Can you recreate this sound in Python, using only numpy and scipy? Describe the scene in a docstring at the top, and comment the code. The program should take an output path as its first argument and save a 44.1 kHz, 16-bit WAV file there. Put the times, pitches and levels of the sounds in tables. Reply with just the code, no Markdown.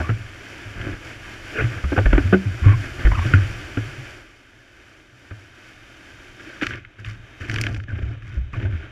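"""On a rocky shore, a surfboard is carried into whitewater, heard from a sealed camera on its nose.
From the start surf hisses all around, as noise and bursting bubbles through the housing's resonances.
Hands and feet at arm's length jolt, knock, rub, squeak and skid; the board booms and rings as gliding tones.
After a cut to a second, quieter shot with the nose pointing up, the surf sings faintly. A wave bursts alongside:
spray crackles, drops spatter, a film of water dulls the treble; water slaps and bubbles under the booming hull."""
import sys
import numpy as np
from scipy import signal
from scipy.fft import rfft, irfft, next_fast_len
from scipy.io import wavfile
from scipy.ndimage import map_coordinates

SR = 44100
rng = np.random.default_rng(int(sys.argv[2]) if len(sys.argv) > 2 else 0)


def waveform_to_disk(signal):
    """Save audio, clipped to [-1, 1], as 16-bit WAV at the path in sys.argv[1]."""
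    frames = np.transpose(np.atleast_2d(signal))
    scaled = np.clip(frames, -1, 1) * 32767
    samples = np.round(scaled).astype(np.int16)
    wavfile.write(sys.argv[1], SR, samples)


N = 392931
T = np.arange(N) / SR

# envelopes of hands, feet and water slaps (s), shared by the contacts and the board's answer to them
JOLT_RISE_S, KNOCK_BOOM_RISE_S, BOOM_T60_S = 0.015, 0.0063, 0.32
KNOCK_RISE_S, KNOCK_T60_S = 0.0016, 0.039
RUB_RISE_S, RUB_T60_S = 0.051, 0.11
# surge envelopes (s): the water itself, then the rise of the hull's boom
SURGE_RISE_S, SURGE_T60_S, HEAVE_RISE_S = 0.015, 0.25, 0.036

# soft jolts and, from 7.4 s, water slaps under the hull, that only bend the board, before trims:
# (t/s, peak level/dB, f/Hz)
JOLT_EVENTS = [(0.651, -29.5, 103.6), (1.633, -12.5, 113), (2.244, -11, 88.7), (2.453, -13.5, 108),
               (2.616, -12.5, 83.6), (2.654, -0.5, 104.5), (3.171, -12, 86.2), (3.975, -28, 114.7),
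               (7.402, -29, 85), (7.921, -20.5, 84), (8.018, -17.5, 71.6), (8.643, -16, 96.3),
               (8.722, -19, 86.3)]
# hard knocks on the deck, before trims: (t/s, contact length/s, body level/dB, hollow core f/Hz,
# clatter level/dB, deck skin f/Hz, boom level/dB, boom f/Hz)
KNOCK_EVENTS = [(0, 0.017, -28, 668, -34.5, 1540, -16.5, 74),
                (0.09, 0.0091, -25, 272, -28, 1380, -10.5, 108.7),
                (.865, 0.025, -34, 300, -58, 1610, -21, 90),
                (1.838, 0.0094, -32.5, 310, -34.5, 1234, -11.5, 66.1),
                (1.919, 0.012, -19, 319, -34, 1600, -23, 103), (1.962, 0.003, -25, 380, -21, 1534, -26, 99),
                (1.975, 0.013, -16, 483, -23.5, 1460, -8, 100.5),
                (2.056, 0.0061, -20, 340, -24.5, 1676, -4, 45.6),
                (2.129, 0.0015, -12.5, 303, -22, 1475, -5.5, 53),
                (2.178, 0.0028, -12, 306, -18, 1505, -21.5, 93),
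                (2.325, 0.0198, -14.5, 387.3, -20, 1510, -26, 89),
                (2.839, 0.0046, -44, 334, -32.5, 1850, -32, 104),
                (3.048, 0.0264, -28, 328, -32, 1750, -1.5, 49),
                (3.115, 0.0043, -29, 307, -31, 1630, -17, 86),
                (3.252, 0.012, -31.5, 285, -45.5, 1560, -14, 116.7),
                (3.336, 0.0023, -26.5, 298, -16.5, 1456, -1.5, 95.8),
                (3.771, 0.0017, -19.5, 312, -26.5, 1410, -15, 115.4),
                (5.308, 0.0054, -39.5, 326, -36.5, 1587, -27.5, 105),
                (8.37, 0.0036, -38, 256, -47, 1520, -13, 64.8), (8.53, 0.012, -45, 327, -45, 1900, -22, 95)]


def blows():
    """Everything that bends the board at a stroke: (t/s, peak level/dB, f/Hz, rise/s)."""
    jolts = [(s, db, hz, JOLT_RISE_S) for s, db, hz in JOLT_EVENTS]
    knocks = [(s, db, hz, KNOCK_BOOM_RISE_S) for s, *_, db, hz in KNOCK_EVENTS]
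    return jolts + knocks


def bending(trim_db=-1, drift=0.1035, overtone_db=-17, overtone=2.7):
    """The board booms after each blow, its pitch wavering with the water's load."""
    boom, t = np.zeros(N), np.arange(SR // 2) / SR
    for s, db, hz, rise in blows():
        load = 1 + drift * map_coordinates(rng.standard_normal(32), [t * 40])  # 40 knots a second
        phase = 2 * np.pi * hz * np.cumsum(load) / SR
        ring = swell(t, rise, BOOM_T60_S) * np.sin(phase)
        ring += amp(overtone_db) * swell(t, rise, BOOM_T60_S / 2) * np.sin(overtone * phase)
        add(boom, s, amp(db + trim_db) * ring)
    return boom


def hollow(hollow_db=-1.5, upper_db=-10, upper=1.7, deck_db=2, hollow_t60=0.1, deck_t60=0.055,
           hollow_rough=0.16, deck_rough=0.059, sag_octaves_per_s=8):
    """Each knock rings the sagging hollow core and the steadier, stiff skin of the deck."""
    out, t = np.zeros(N), np.arange(SR // 4) / SR
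    for s, length, low_db, core_hz, mid_db, skin_hz, *_ in KNOCK_EVENTS:
        pitch = core_hz * 2 ** (-sag_octaves_per_s * (t - length))  # passes core_hz as the contact ends
        core = amp(hollow_db) * rasp(pitch, hollow_rough)
        core += amp(upper_db) * rasp(upper * pitch, hollow_rough)
        skin = amp(deck_db) * rasp(np.full(len(t), float(skin_hz)), deck_rough)
        add(out, s, amp(low_db) * core * stroke(t, length, KNOCK_RISE_S, hollow_t60))
        add(out, s, amp(mid_db) * skin * stroke(t, length, KNOCK_RISE_S, deck_t60))
    return out


# modes of the nose under the microphone: (f/Hz, level/dB relative to the bump, t60/s)
NOSE_MODES = [(191.4, 12, 0.25), (369, 7.5, 0.16), (509, -6.5, 0.066), (699, -19, 0.14), (1222, -1, 0.065)]


def nose(bump_s=2.325, bump_db=-18.5, rise=0.0059):
    """One bump, at 2.325 s, rings the nose in its own modes."""
    out, t = np.zeros(N), np.arange(SR // 2) / SR
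    for hz, db, t60 in NOSE_MODES:
        add(out, bump_s, amp(bump_db + db) * swell(t, rise, t60) * np.sin(2 * np.pi * hz * t))
    return out


# hands rubbing along the deck, before trims: (t/s, length/s, level/dB)
RUB_EVENTS = [(0, 0.13, -44), (0.736, 0.21, -37.5), (1.55, 0.095, -29), (1.68, 0.11, -36.5),
              (2.085, 0.071, -29.5), (2.614, 0.11, -29.5), (2.955, 0.11, -34.5), (3.217, 0.21, -37.5)]


def handling(flex, body_db=-17, clatter_db=-12, fizz_db=-38, chatter_db=4, heel_hz=620, deck_hz=1550,
             deck_q=1.8, shudder_db=-22.5, shudder_t60=0.38):
    """Soft, gritty contacts scuff the deck and chatter in step with the bending board."""
    (body, clatter), t = np.zeros((2, N)), np.arange(SR // 3) / SR
    for s, length, low_db, _, mid_db, *_ in KNOCK_EVENTS:
        contact = stroke(t, length, KNOCK_RISE_S, KNOCK_T60_S)
        contact += amp(shudder_db) * swell(t, KNOCK_RISE_S, shudder_t60)  # the wet deck shudders on
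        add(body, s, amp(low_db + body_db) * contact)
        add(clatter, s, amp(mid_db) * contact)
    for s, length, db in RUB_EVENTS:
        contact = amp(db) * stroke(t, length, RUB_RISE_S, RUB_T60_S)
        add(body, s, amp(body_db) * contact)
        add(clatter, s, contact)
    flex_phase = np.angle(signal.hilbert(flex, next_fast_len(N))[:N])
    pressure = amp(chatter_db * np.cos(flex_phase))
    grit = unit(pressure * patter(rate=12000, spread_db=1))
    return np.array([body * soften(grit, heel_hz),
                     amp(clatter_db) * clatter * resonate(grit, deck_hz, deck_q),
                     amp(fizz_db) * clatter * grit])


# wet skin squeaking on the deck, before flutter:
# (t/s, length/s, f/Hz at the start, glide/octaves, level/dB, roughness 0-1)
SQUEAK_EVENTS = [(0.027, 0.093, 1110, 0.13, -37, 0.07), (2.625, 0.14, 1133, -0.028, -32.5, 0.06),
                 (2.685, 0.055, 1570, 0.0088, -42, 0.01), (3.114, 0.033, 994, -0.15, -27.5, 0.12),
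                 (3.134, 0.03, 1072, 0.313, -31, .06), (3.158, 0.046, 986, 0.262, -30.5, 0.13),
                 (3.211, 0.026, 1127, -0.029, -33, 0.06), (8.532, 0.019, 1150, 0.038, -32.5, 0.1)]


def squeaks(octave_db=-5, flutter_db=-4.5):
    """Wet skin sticks and slips at an unsteady, gliding rate."""
    out = np.zeros(N)
    for s, length, hz, glide, db, rough in SQUEAK_EVENTS:
        window = signal.windows.tukey(max(int(length * SR), 2))
        pitch = hz * 2 ** np.linspace(0, glide, len(window))
        tone = rasp(pitch, rough) + amp(octave_db) * rasp(2 * pitch, rough)
        add(out, s, amp(db) * window * tone)
    return out * amp(flutter_db * wobble(190))


# a wet grip skidding along the rail, before flutter: (t/s, f/Hz, level/dB)
SKID_CURVE = [(1.543, 1650, -36), (1.577, 1566, -27), (1.599, 1339, -23), (1.612, 1603, -23),
              (1.628, 1710, -34), (1.645, 1730, -47)]


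def skid(rough=.08, upper=1.62, upper_db=-4, groan_hz=418, groan_db=-2, flutter_db=3):
    """A wet grip skids on the rail: its squeal dips and climbs again over a rough, level groan."""
    pitch, db = curves(SKID_CURVE)
    squeal = rasp(pitch, rough) + amp(upper_db) * rasp(upper * pitch, rough)
    groan = amp(groan_db) * rasp(np.full(N, float(groan_hz)), 2 * rough)
    sliding = (T > SKID_CURVE[0][0]) * (T < SKID_CURVE[-1][0])
    return sliding * amp(db + flutter_db * wobble(250)) * (squeal + groan)


# surges of whitewater on the rocks and against the board, before trims:
# (t/s, length/s, gurgle level/dB, splash level/dB, boom level/dB, spray level/dB)
SURGES = [(3.253, .1, -39, -37, -52, -56), (6.386, 0.27, -47.5, -45.5, -71, -86),
          (6.61, 0.013, -28, -28.5, -30.5, -67), (6.676, 0.072, -42, -37, -36, -60.5),
          (6.977, 0.015, -47, -48, -34, -67), (7.039, 0.064, -52, -41, -31, -56.5),
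          (7.393, 0.058, -42.5, -41.5, -39.5, -60), (7.473, 0.22, -34, -38.5, -26.5, -56),
          (7.683, 0.088, -40, -51, -26.5, -60.5), (7.868, 0.26, -43.5, -46, -31.5, -70.5),
          (8.212, 0.15, -52, -47.5, -33.5, -66.5), (8.521, 0.064, -43, -44, -25, -65),
          (8.586, 0.062, -32, -41, -27, -77), (8.697, 0.15, -46.5, -45.5, -50, -79)]


def splash(body_db=-14, splash_db=-3.0, foam_db=-16, clump_db=2.1, foam_hz=5500, mist_hz=6500, slosh_hz=330):
    """Each surge is a clumpy cloud of droplets and bubbles over hissing foam, with gritty spray."""
    power, t = np.zeros((4, N)), np.arange(SR) / SR
    for s, length, low_db, mid_db, _, spray_db in SURGES:
        surge = stroke(t, length, SURGE_RISE_S, SURGE_T60_S)
        levels = (low_db + body_db, mid_db + splash_db, mid_db + foam_db, spray_db)
        for track, db in zip(power, levels):
            add(track, s, (amp(db) * surge) ** 2)
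    body, clatter, hiss, thrown = np.sqrt(power)
    clumps = unit(amp(clump_db * wobble(90)))
    droplets = crackle(rate=900, spread_db=2.3, t60=.007)
    air_pockets = bubbles(rate=220, hz=194.8, cycles=5, spread_db=0.0)
    air_pockets += bubbles(rate=350, hz=678, cycles=5, spread_db=3.5)
    gurgle = unit(air_pockets + soften(rng.standard_normal(N), slosh_hz))
    small_bubbles = bubbles(rate=1000, hz=2080, cycles=5, spread_db=1)
    froth = unit(droplets + .5 * rng.standard_normal(N) + .5 * small_bubbles)
    foam = amp(film_db()) * soften(rng.standard_normal(N), foam_hz)
    mist = soften(droplets + 2 * crackle(rate=500, spread_db=4, t60=.004), mist_hz)
    return np.array([body * clumps * gurgle,
                     clatter * clumps * froth,
                     hiss * foam + thrown * clumps * mist])


def heaving(trim_db=-1, hull_hz=106.7, drift=0.09, t60=0.35):
    """Each surge keeps the hull booming, unsteady in pitch as the water's load shifts."""
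    power, t = np.zeros(N), np.arange(SR) / SR
    for s, length, _, _, db, _ in SURGES:
        add(power, s, (amp(db + trim_db) * stroke(t, length, HEAVE_RISE_S, t60)) ** 2)
    phase = 2 * np.pi * hull_hz * np.cumsum(1 + drift * wobble(60)) / SR
    return np.sqrt(power) * unit(np.sin(phase))


# the largest drops landing on the housing, before trims: (t/s, peak level/dB, f/Hz, fizz level/dB)
DROP_EVENTS = [(0.813, -21, 2410, -52), (6.613, -18, 1600, -59), (6.6308, -10, 2050, -54),
               (6.6425, -17.5, 1500, -53), (6.667, -10.5, 3050, -37.5), (6.7354, -20, 2610, -62),
               (6.8485, -28.5, 1600, -69), (7.0465, -22, 2900, -53), (7.4965, -19.5, 2300, -40),
               (7.5135, -20, 2100, -40), (7.541, -18, 2200, -37), (7.56, -13.5, 2620, -40),
               (7.5845, -16, 1810, -42), (7.6122, -17.5, 2700, -29), (7.637, -15.5, 1900, -41),
               (7.666, -13, 2300, -41), (7.745, -23, 2500, -45), (7.763, -27.5, 1770, -51),
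               (7.8, -31, 1680, -55), (7.837, -30, 2380, -51)]


def drops(tick_db=-11, fizz_db=5.0, t60=0.019, hold_s=0.00044, wet_hz=45000, q=0.88):
    """Each drop flattens on the housing and spatters for a few milliseconds, hard ones brighter."""
    force, t = np.zeros((3, N)), np.arange(SR // 20) / SR
    for s, db, hz, bright_db in DROP_EVENTS:
        spatter = stroke(t, hold_s, 0.00045, t60)
        tick = resonate(rng.standard_normal(len(t)), hz, q)
        fizz = soften(rng.standard_normal(len(t)), wet_hz * amp(bright_db / 2))  # more fizz, higher cutoff
        add(force[1], s, amp(db + tick_db) * spatter * tick)
        add(force[2], s, amp(bright_db + fizz_db) * spatter * fizz)
    return force


# large bubbles in the churn beside the nose: (t/s, f/Hz at the start, level/dB)
PLINK_EVENTS = [(7.882, 1620, -31), (7.901, 1555, -29), (7.917, 1496, -33), (8.613, 1790, -36),
                (8.656, 1480, -31), (8.825, 1500, -36.5)]


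def plinks(rise=0.0023, t60=0.044, climb_per_s=3.4, rough=0.034):
    """Single large bubbles ring briefly, rising in pitch."""
    out, t = np.zeros(N), np.arange(SR // 12) / SR
    for s, hz, db in PLINK_EVENTS:
        add(out, s, amp(db) * swell(t, rise, t60) * rasp(hz * (1 + climb_per_s * t), rough))
    return out


# sheets of water on the housing, treble lost before draining: (t/s, loss level/dB, drain time constant/s)
WATER_SHEETS = [(6.7, 9, 0.64), (7.66, 9.005, 7)]


def film_db(spread_s=0.034):
    """Each sheet of water spreads over the housing, dulls the fizz and drains exponentially (dB)."""
    loss = 0
    for s, db, drain in WATER_SHEETS:
        spread = np.clip((T - s) / spread_s, 0, 1)
        loss = loss + db * spread * np.exp(-np.maximum(T - s, 0) / drain)
    return -loss


# level of the surf as heard, with its dips after loud splashes, before churn and trims: (t/s, level/dB)
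SURF_LEVEL = [(0, -33.5), (.15, -40.5), (.5, -38), (1.43, -36.5), (2.2, -34), (2.42, -36), (3.2, -33),
              (4.1, -38), (4.36, -50), (5.0, -49), (6.3, -43.5), (6.64, -42.5), (6.87, -53.5),
              (7.33, -44.5), (7.6, -43.5), (7.82, -54.5), (8.45, -49.5), (8.9, -46.5)]
SECOND_SHOT_S = 4.25  # when the second shot begins, with the nose pointing up


def surf(body_db=-12.0, wash_db=-8.0, fizz_db=-18.5, second_fizz_db=0.5, churn_db=1.1, grain=0.46, air_hz=8500):
    """Foam all around: countless bursting bubbles merge into a churning wash, dulled by distance."""
    level = curves(SURF_LEVEL)[0] + churn_db * wobble(12)
    fizz_trim = fizz_db + film_db() + second_fizz_db * (T > SECOND_SHOT_S)
    layers = []
    for trim in (body_db, wash_db, fizz_trim):
        bursts = grain * patter(rate=1500, spread_db=5.5)
        foam = soften(rng.standard_normal(N) + bursts, air_hz)
        layers.append(amp(level + trim) * foam)
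    return np.array(layers)


# narrow housing resonances in the second shot: (f/Hz, width/Hz, level/dB relative to the surf)
SINGING_MODES = [(3110, 250, -20.5), (3700, 220, -25.5), (6170, 570, -30.5)]


def singing():
    """In the second shot, the surf sings faintly in a few narrow resonances of the housing."""
    level = amp(curves(SURF_LEVEL)[0]) * np.clip((T - SECOND_SHOT_S) * 10, 0, 1)
    size = next_fast_len(N)
    f = np.fft.rfftfreq(size, 1 / SR)
    noise = rfft(rng.standard_normal(size))
    song = np.zeros(N)
    for hz, width, db in SINGING_MODES:
        song += amp(db) * unit(irfft(noise * peaks(f, [(hz, width, 0)]), size)[:N])
    return level * song


# spectrum of the trembling hull, relative: (f/Hz, level/dB per Hz)
HULL_SPECTRUM = [(13, -55), (22, 0.5), (64, -2), (103, 1.5), (129, 1), (157, -27.5), (189, -6), (216, -88),
                 (260, -13.5), (340, -75)]


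def trembling(surf_db=-7, blow_db=-19, rub_db=3, surge_db=-6, t60=0.79):
    """The whole board trembles as low noise with the surf, and with every blow, rub and surge."""
    power, t = amp(curves(SURF_LEVEL)[0] + surf_db) ** 2, np.arange(SR) / SR
    for s, db, _, rise in blows():
        add(power, s, (amp(db + blow_db) * swell(t, rise, t60)) ** 2)
    for s, length, db in RUB_EVENTS:
        add(power, s, (amp(db + rub_db) * stroke(t, length, RUB_RISE_S, RUB_T60_S)) ** 2)
    for s, length, _, _, db, _ in SURGES:
        add(power, s, (amp(db + surge_db) * stroke(t, length, HEAVE_RISE_S, t60)) ** 2)
    size = next_fast_len(N)
    hz, db = np.transpose(HULL_SPECTRUM)
    log_f = np.log(np.fft.rfftfreq(size, 1 / SR) + 1)
    colour = amp(np.interp(log_f, np.log(hz), db, right=-120))
    rumble = irfft(rfft(rng.standard_normal(size)) * colour, size)[:N]
    return np.sqrt(power) * unit(rumble)


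def patter(rate, spread_db):
    """Tiny impacts of very unequal size, rate a second, at rms 1."""
    count = int(rate * N / SR)
    size = amp(spread_db * np.minimum(rng.exponential(size=count), 4)) * rng.choice([-1, 1], count)
    return unit(np.bincount(rng.integers(0, N, count), size, N))


def crackle(rate, spread_db, t60):
    """Droplets that each spatter for an instant, rate a second, at rms 1."""
    decay = amp(-60 * np.arange(SR // 20) / SR / t60)
    power = signal.fftconvolve(patter(rate, spread_db) ** 2, decay ** 2)[:N]
    return unit(np.sqrt(abs(power)) * rng.standard_normal(N))


def bubbles(rate, hz, cycles, spread_db):
    """Short pings that rise in pitch as each bubble nears the surface, at rms 1."""
    count = int(rate * N / SR)
    t = np.arange(int(SR * min(6 * cycles / hz, .12))) / SR
    pitch = np.minimum(hz * np.exp(0.446 * rng.standard_normal((count, 1))), SR / 8)
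    age = t * pitch / cycles
    size = amp(spread_db * np.minimum(rng.exponential(size=(count, 1)), 3))
    tone = np.sin(2 * np.pi * pitch * t * (1 + 0.026 * np.minimum(age, 5)))
    pings = size * np.exp(-age) * (1 - t / t[-1]) * tone
    at = rng.integers(0, N, (count, 1)) + np.arange(len(t))
    return unit(np.bincount(at.ravel(), pings.ravel(), N)[:N])


def rasp(pitch, rough):
    """A tone on a pitch curve, blurred by an uneven slipping rate."""
    knots = rng.standard_normal(len(pitch) // 64 + 4)
    jitter = map_coordinates(knots, [np.arange(len(pitch)) / 64])
    return np.sin(2 * np.pi * np.cumsum(pitch * (1 + rough * jitter)) / SR)


def soften(x, hz):
    """A cushioned contact: x loses its treble above hz, and comes back at rms 1."""
    return unit(signal.sosfilt(signal.butter(2, min(hz, SR / 3), fs=SR, output="sos"), x))


def resonate(x, hz, q):
    """x coloured by one broad resonance (q at least 1), at rms 1."""
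    return unit(signal.lfilter(*signal.iirpeak(hz, max(q, 1), fs=SR), x))


def swell(t, rise, t60):
    """An envelope that climbs to 1 and then dies away."""
    climb = np.sin(np.pi / 2 * np.minimum(t / rise, 1)) ** 2
    return climb * np.exp(-np.log(1000) * np.maximum(t - rise, 0) / t60)


def stroke(t, length, rise, t60):
    """An envelope that climbs over rise and decays once length has passed, even if still climbing."""
    climb = np.sin(np.pi / 2 * np.minimum(t / rise, 1)) ** 2
    return climb * np.exp(-np.log(1000) * np.maximum(t - length, 0) / t60)


def amp(db):
    """Decibels to gain."""
    return 10 ** (np.asarray(db) / 20)


def unit(x):
    """x at rms 1."""
    return x / np.sqrt(np.mean(x ** 2) + 1e-20)


def curves(rows):
    """One value per sample for each column after the time."""
    s, *cols = np.transpose(rows)
    return [np.interp(T, s, c) for c in cols]


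def wobble(rate):
    """A smooth random curve, rate knots a second."""
    return map_coordinates(rng.standard_normal(int(N * rate / SR) + 4), [T * rate])


def add(track, s, sound):
    """Mix a sound into a track at time s."""
    start = int(np.clip(round(s * SR), 0, N - 1))
    track[start:start + len(sound)] += sound[:N - start]


def peaks(f, modes):
    """Gain at each frequency of steep-sided resonances (f/Hz, width/Hz, level/dB)."""
    gains = [amp(db) / (1 + (2 * (f - hz) / width) ** 2) for hz, width, db in modes]
    return np.sqrt(sum(gain ** 2 for gain in gains))


# resonances of the housing and deck around the microphone: (f/Hz, width/Hz, relative level/dB)
HOUSING_MODES = [(315.3, 162, 8.5), (616, 376, 0.5), (967, 330, -6.5), (1180, 38, 2.5), (1584, 550, 6.5),
                 (2160, 420, 2.5), (2478, 470, 2), (3016, 580, -1), (3610, 320, -7.5), (4576, 1970, -8),
                 (5740, 900, -9), (7034, 1500, -12), (9990, 1320, -18.5), (13300, 12500, -16.5)]
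# body, clatter and fizz ranges: (lowest f/Hz, highest f/Hz)
FORCE_BANDS = [(150, 1020), (1100, 3750), (4250, 15500)]


def housing(force, band):
    """A force ringing through the housing's resonances in one range; white noise keeps its level."""
    size = 2 * next_fast_len(N // 2 + SR // 4)
    f = np.fft.rfftfreq(size, 1 / SR)
    # minimum phase, so that the ringing follows the force
    cepstrum = irfft(np.log(peaks(f, HOUSING_MODES) + 1e-6))
    causal = np.exp(rfft(2 * cepstrum[:size // 2], size) - cepstrum[0])
    b, a = signal.butter(6, band, "bandpass", analog=True)
    response = causal * signal.freqs(b, a, f)[1]
    response /= np.sqrt(np.mean(abs(response) ** 2))
    return irfft(rfft(force, size) * response, size)[:N]


def scene():
    """Water and contacts pass through the housing; the board's boom and ring come straight up the mount."""
    flex = bending() + nose() + heaving() + trembling()
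    forces = handling(flex) + splash() + drops() + surf()
    rings = hollow() + squeaks() + skid() + plinks() + singing()
    housed = sum(housing(force, band) for force, band in zip(forces, FORCE_BANDS))
    return (flex + rings + housed)[None]


def record(dry, top_hz=15500):
    """The camera's microphone rounds off the highest peaks and keeps nothing above its band limit."""
    held = dry / (1 + abs(dry / .95) ** 8) ** (1 / 8)
    size = next_fast_len(N + SR // 2)
    passed = np.fft.rfftfreq(size, 1 / SR) < top_hz
    return irfft(rfft(held, size) * passed, size)[:, :N]


dry = scene()
out = record(dry)
waveform_to_disk(out)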